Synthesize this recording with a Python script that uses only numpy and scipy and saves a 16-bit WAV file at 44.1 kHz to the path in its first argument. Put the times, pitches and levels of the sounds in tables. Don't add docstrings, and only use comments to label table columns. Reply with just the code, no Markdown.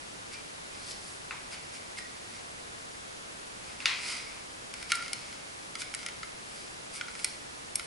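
import sys
import numpy as np
from scipy import signal
from scipy.fft import rfft, irfft, next_fast_len
from scipy.io import wavfile

SR = 44100
rng = np.random.default_rng(int(sys.argv[2]) if len(sys.argv) > 2 else 0)


def transcribe(signal):
    frames = np.atleast_2d(signal).T
    limited = np.clip(frames, -1, 1)
    pcm = np.round(limited * 32767).astype(np.int16)
    wavfile.write(sys.argv[1], SR, pcm)


N = 346626

# f/Hz, time to fade by 60 dB/s, level/dB
ROOM_ECHO = [(500, 0.73, 4.5), (1300, 0.42, 3.5), (2300, 0.65, -0.5), (3820, 0.48, -1), (5140, 0.75, -4),
             (7400, 0.64, -8.5), (11000, 0.45, -6)]
# f/Hz, level/dB
HISS_TONE = [(20, -9), (40, -4), (70, -2.5), (140, -2.5), (280, -3.5), (500, -5), (1000, -7.5),
             (2000, -8.5), (3200, -10), (5000, -10), (7500, -12), (11000, -13)]
# f/Hz, level above the shared noise/dB
HISS_WIDTH = [(60, -12), (110, -7.5), (190, -2), (350, 3), (630, 6.5), (1130, 7.5), (2030, 5), (3640, 1),
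              (6550, -3), (11800, -6.5)]
# t/s of the peak, length/s, level/dB, tilt/(dB per octave)
RUB_STROKES = [(0.336, 0.028, -42.5, -3), (0.768, 0.12, -51, -1.5), (1.078, 0.15, -46, 7),
               (1.535, 0.045, -41.5, -2), (1.752, .05, -44.5, -0.5), (1.985, 0.026, -41, -1),
               (2.35, 0.13, -50.5, -2), (3.69, .13, -50.5, -3), (3.83, .06, -47, -5),
               (4.096, 0.18, -36.5, -1.2), (4.312, 0.17, -51.5, -3.5), (4.814, 0.14, -50, -1.5),
               (4.907, .025, -36, -3.5), (4.953, 0.057, -40.5, 5), (5.044, 0.056, -47, -3),
               (5.239, 0.32, -50.5, -3), (5.807, 0.038, -37, 1.5), (6.007, 0.073, -49, 1),
               (6.581, .25, -51, 2), (6.96, 0.062, -41, 2), (7.228, .22, -47.5, 4)]
# f/Hz, level/dB
RUB_TONE = [(300, -50), (900, -16.5), (1400, -6), (1750, -13), (2080, 2.5), (2420, 1), (3000, -5),
            (3800, -5.5), (5000, 3), (6200, -6), (7300, -4.5), (9800, -3), (11500, -13.5)]
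# t/s, f/Hz, level/dB
POT_NUDGES = [(0.344, 2370, -50), (1.535, 2230, -50), (1.971, 2110, -43), (1.988, 1900, -44),
              (4.268, 2230, -46), (4.921, 1382, -31.5), (4.971, 1388, -39)]
# f/Hz, level/dB
LABEL_TONE = [(1000, -19), (2800, -11), (3700, -8), (4400, -1), (5100, -3), (5900, -9), (8200, -8),
              (9500, -10), (11000, -10)]
# t/s, level/dB, tilt/(dB per octave)
TRAY_KNOCKS = [(1.309, -36, -9.5), (3.8031, -40.5, -3.5), (3.8568, -21.5, -1.5)]
# f/Hz, level/dB, time to fade by 60 dB/s
TRAY_NOTES = [(1260, -13, 0.016), (1440, -6, 0.0086), (1970, -12, 0.017), (2430, 1, 0.01),
              (2726, -1.5, 0.014), (3150, -8, 0.0087), (3590, -3.5, 0.012), (4840, 6, 0.0045),
              (6550, -4, 0.008), (9900, -8, 0.0091)]
# f/Hz, level/dB
TRAY_TONE = [(300, -40), (700, -31), (1100, -10.5), (1650, -10), (2000, -3), (2450, 2), (3100, -4),
             (4000, -1.5), (5000, -5.5), (7000, -9.5), (11000, -14.5)]
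# t/s, level/dB, hardness/dB, pitch ratio of the pot that is hit
SOIL_TICKS = [(1.9868, -48, 1, 0.89), (4.7392, -45.5, 0.5, 1.02), (4.8269, -46, 0, 1.03),
              (4.9189, -28.5, -1, 1), (4.9537, -43.5, 5.5, 1.0), (5.1316, -37, 3, 1.0),
              (5.3275, -50.5, -2, 1.02), (5.7535, -42.5, -1.7, 0.96), (5.8184, -42, -1.5, 1.04),
              (5.9395, -43.5, -1, 1.02), (5.948, -42.5, 6, 0.92), (6.0627, -41, 0, .98),
              (6.086, -46, -1.5, 1.01), (6.2312, -45, -5.5, .95), (7.011, -44, -8.5, 1.05),
              (7.0826, -50.5, -6.5, 1), (7.1522, -49.5, -3.5, .96), (7.2452, -33.5, 5.5, 1.03),
              (7.7559, -39, 10.5, 1.04), (7.7956, -41.5, -2, 0.98)]
# f/Hz, level/dB, time to fade by 60 dB/s
POT_NOTES = [(1403, -2.5, 0.026), (1977, -10, 0.064), (2180, 5, 0.019), (2370, -5, 0.031),
             (2820, -7, 0.012), (3190, 0.5, 0.009), (4250, -6, 0.027), (5106, 9, 0.01), (5240, 2, 0.015),
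             (6240, -1.5, 0.014), (7030, -27, 0.019), (8290, 7.5, 0.0088), (9070, -3.5, 0.013),
             (9700, 7.5, 0.01), (10520, 5.5, 0.012)]
# level/dB, dB gained for each dB of hardness
POT_PARTS = [(-4, -1.54), (1.7, -0.51), (0.7, 0.22), (-2, 1.45)]
PART_BORDERS = [1750, 4000, 7500]
# t/s, length/s, level/dB of a crumb
CRUMB_SPILLS = [(5.01, .08, -48), (5.97, .06, -51), (7.169, 0.055, -51)]


def amp(db):
    return 10 ** (np.asarray(db) / 20)


def unit(x):
    return x / np.sqrt(np.mean(x ** 2) + 1e-20)


def unit_hit(x):
    return x / np.sqrt(np.sum(x ** 2) / len(x) / (SR / 100) + 1e-20)


def along(points, hz):
    freqs, values = np.transpose(points)
    return np.interp(np.log(hz + 1), np.log(freqs + 1), values)


def filtered(x, gain_at):
    n = x.shape[-1]
    padded = next_fast_len(n + SR // 8)
    return irfft(rfft(x, padded) * gain_at(np.fft.rfftfreq(padded, 1 / SR)), padded)[..., :n]


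def tilt(hz, slope_db):
    return amp(slope_db * np.log2(np.maximum(hz, 800) / 3500))


def cut_bass(x, edge_hz):
    return signal.sosfilt(signal.butter(2, edge_hz, "high", fs=SR, output="sos"), x)


def add(track, start_s, x):
    i = int(round(start_s * SR))
    x = x[:, max(-i, 0):max(N - i, 0)]
    track[:, max(i, 0):max(i, 0) + x.shape[1]] += x


def ringing(notes, t, detune, spread, attack_s, vary_db):
    hz, db, fade_s = np.transpose(notes)[:, :, None, None]
    size, pitch, ear, phase = rng.standard_normal((4, len(notes), 1, 1))
    ear_shift = spread * ear * np.array([[1], [-1]])
    angle = 2 * np.pi * (hz * (1 + detune * pitch) * t + phase) + ear_shift
    onset = 1 - np.exp(-t / attack_s)
    return amp(db + vary_db * size - 60 * t / fade_s) * np.sin(angle) * onset


def friction(n, slips_per_s, hiss):
    slips = (rng.random(n) < slips_per_s / SR) * rng.standard_normal(n)
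    return unit(slips) + hiss * rng.standard_normal((2, n))


def echo(x):
    hz, t, noise = signal.stft(rng.standard_normal((2, SR * 3 // 4)), SR, nperseg=256)
    room = np.array(ROOM_ECHO)
    fade_s = along(room[:, [0, 1]], hz)[:, None]
    db = along(room[:, [0, 2]], hz)[:, None]
    tail = signal.istft(noise * amp(db - 60 * t / fade_s), SR, nperseg=256)[1]
    tail = tail + 0.37 * tail[::-1]
    tail *= 1 - np.exp(-(np.arange(tail.shape[1]) / SR / 0.0041) ** 2)
    return signal.fftconvolve(x[None], tail / np.linalg.norm(tail[0]), axes=1)


def room_hiss():
    shared = filtered(rng.standard_normal(N), lambda hz: amp(along(HISS_TONE, hz)))
    side = filtered(rng.standard_normal(N), lambda hz: amp(along(HISS_TONE, hz) + along(HISS_WIDTH, hz)))
    return amp(-46.5) * np.array([shared + side, shared - side]) / shared.std()


def glove_rubs(rise_share=0.49):
    out, t = np.zeros((2, N)), np.arange(-SR // 3, SR // 3) / SR
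    for peak_s, length_s, db, slope_db in RUB_STROKES:
        swell_s = length_s * np.where(t < 0, rise_share, 1 - rise_share)
        pressure = np.exp(-np.abs(t / swell_s) ** 1.5)
        rough = friction(len(t), slips_per_s=5000, hiss=0.48)
        rub = filtered(rough, lambda hz: amp(along(RUB_TONE, hz)) * tilt(hz, slope_db))
        stroke = amp(db) * pressure * unit(rub)
        add(out, peak_s + t[0], stroke)
        add(out, peak_s + t[0], amp(-3) * echo(stroke.mean(0)))
    return out


def pot_nudges(fade_s=0.09):
    out, t = np.zeros((2, N)), np.arange(SR // 6) / SR
    for start_s, hz, db in POT_NUDGES:
        note = ringing([(hz, 0, fade_s)], t, detune=0.0054, spread=0.29, attack_s=0.0013, vary_db=0)
        hum = amp(db) * unit_hit(note.sum(0))
        add(out, start_s, hum)
        add(out, start_s, amp(-2.5) * echo(hum[0]))
    return out


def label_slide(let_go_s=0.916, peak_db=-38, swell_db_per_s=159, fade_db_per_s=900):
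    out, t = np.zeros((2, N)), np.arange(-SR // 8, SR // 16) / SR
    db = peak_db + np.minimum(swell_db_per_s * t, -fade_db_per_s * t)
    rough = friction(len(t), slips_per_s=2500, hiss=0.5)
    scrape = amp(db) * unit(filtered(rough, lambda hz: amp(along(LABEL_TONE, hz))))
    add(out, let_go_s + t[0], scrape)
    add(out, let_go_s + t[0], amp(-1.5) * echo(scrape.mean(0)))
    return out


def tray_knocks(crack_fade_s=0.011):
    out, t = np.zeros((2, N)), np.arange(SR // 12) / SR
    note_hz = np.array(TRAY_NOTES)[:, 0]
    lean_left = amp([[0.7], [-0.7]])
    for start_s, db, slope_db in TRAY_KNOCKS:
        notes = ringing(TRAY_NOTES, t, detune=0.0078, spread=0.27, attack_s=0.0005, vary_db=-0.5)
        ring = np.sum(notes * tilt(note_hz, slope_db)[:, None, None], 0)
        tone = lambda hz: amp(along(TRAY_TONE, hz)) * tilt(hz, slope_db)
        crack = filtered(rng.standard_normal((1, len(t))) * t * amp(-60 * t / crack_fade_s), tone)
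        knock = cut_bass(unit_hit(ring) + amp(-7) * unit_hit(crack), edge_hz=1200)
        tail = filtered(echo(np.ones(1)), tone)
        add(out, start_s, amp(db) * unit_hit(knock) * lean_left)
        add(out, start_s, amp(db + 1) * unit_hit(tail) * lean_left)
    return out


def pot_tick(db, hardness_db, pitch, crack_fade_s=0.026):
    t = np.arange(SR // 12) / SR
    part_of = lambda hz: np.digitize(hz, PART_BORDERS)
    note_parts = part_of(np.array(POT_NOTES)[:, 0])
    notes = ringing(POT_NOTES, pitch * t, detune=0.0048, spread=0.41, attack_s=0.00071, vary_db=-2.4)
    crack = rng.standard_normal((1, len(t))) * amp(-60 * t / crack_fade_s)
    ring, grit = np.zeros((2, 2, len(t)))
    for part, (part_db, hardness_share) in enumerate(POT_PARTS):
        gain = amp(db + part_db + hardness_share * hardness_db)
        ring += gain * unit_hit(notes[note_parts == part].sum(0))
        part_crack = filtered(crack, lambda hz: (part_of(hz) == part) * (hz > 1200))
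        grit += gain * unit_hit(part_crack) * (1 if part else 0.3)
    sound = echo(cut_bass(amp(-10.5) * ring[0] + amp(-11.5) * grit[0], edge_hz=1200))
    sound[:, :len(t)] += cut_bass(ring + amp(-5) * grit, edge_hz=1000)
    return sound


def falling_soil():
    out = np.zeros((2, N))
    for start_s, db, hardness_db, pitch in SOIL_TICKS + crumbs():
        add(out, start_s, pot_tick(db, hardness_db, pitch))
    return out


def crumbs(per_s=32, vary_db=1.5, vary_hardness_db=2, detune=0.045):
    rows = []
    for start_s, length_s, db in CRUMB_SPILLS:
        count = max(1, round(length_s * per_s))
        for k, (size, hardness, pitch) in enumerate(rng.standard_normal((count, 3))):
            land_s = start_s + length_s * (k + rng.random()) / count
            rows.append((land_s, db + vary_db * size, vary_hardness_db * hardness, 1 + detune * pitch))
    return rows


def scene():
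    return room_hiss() + tray_knocks() + pot_nudges() + glove_rubs() + label_slide() + falling_soil()


def record(dry):
    edge_hz, hz_per_db = 11050, 7
    return filtered(dry, lambda hz: amp(-np.clip((hz - edge_hz) / hz_per_db, 0, 120)))


dry = scene()
out = record(dry)
transcribe(out)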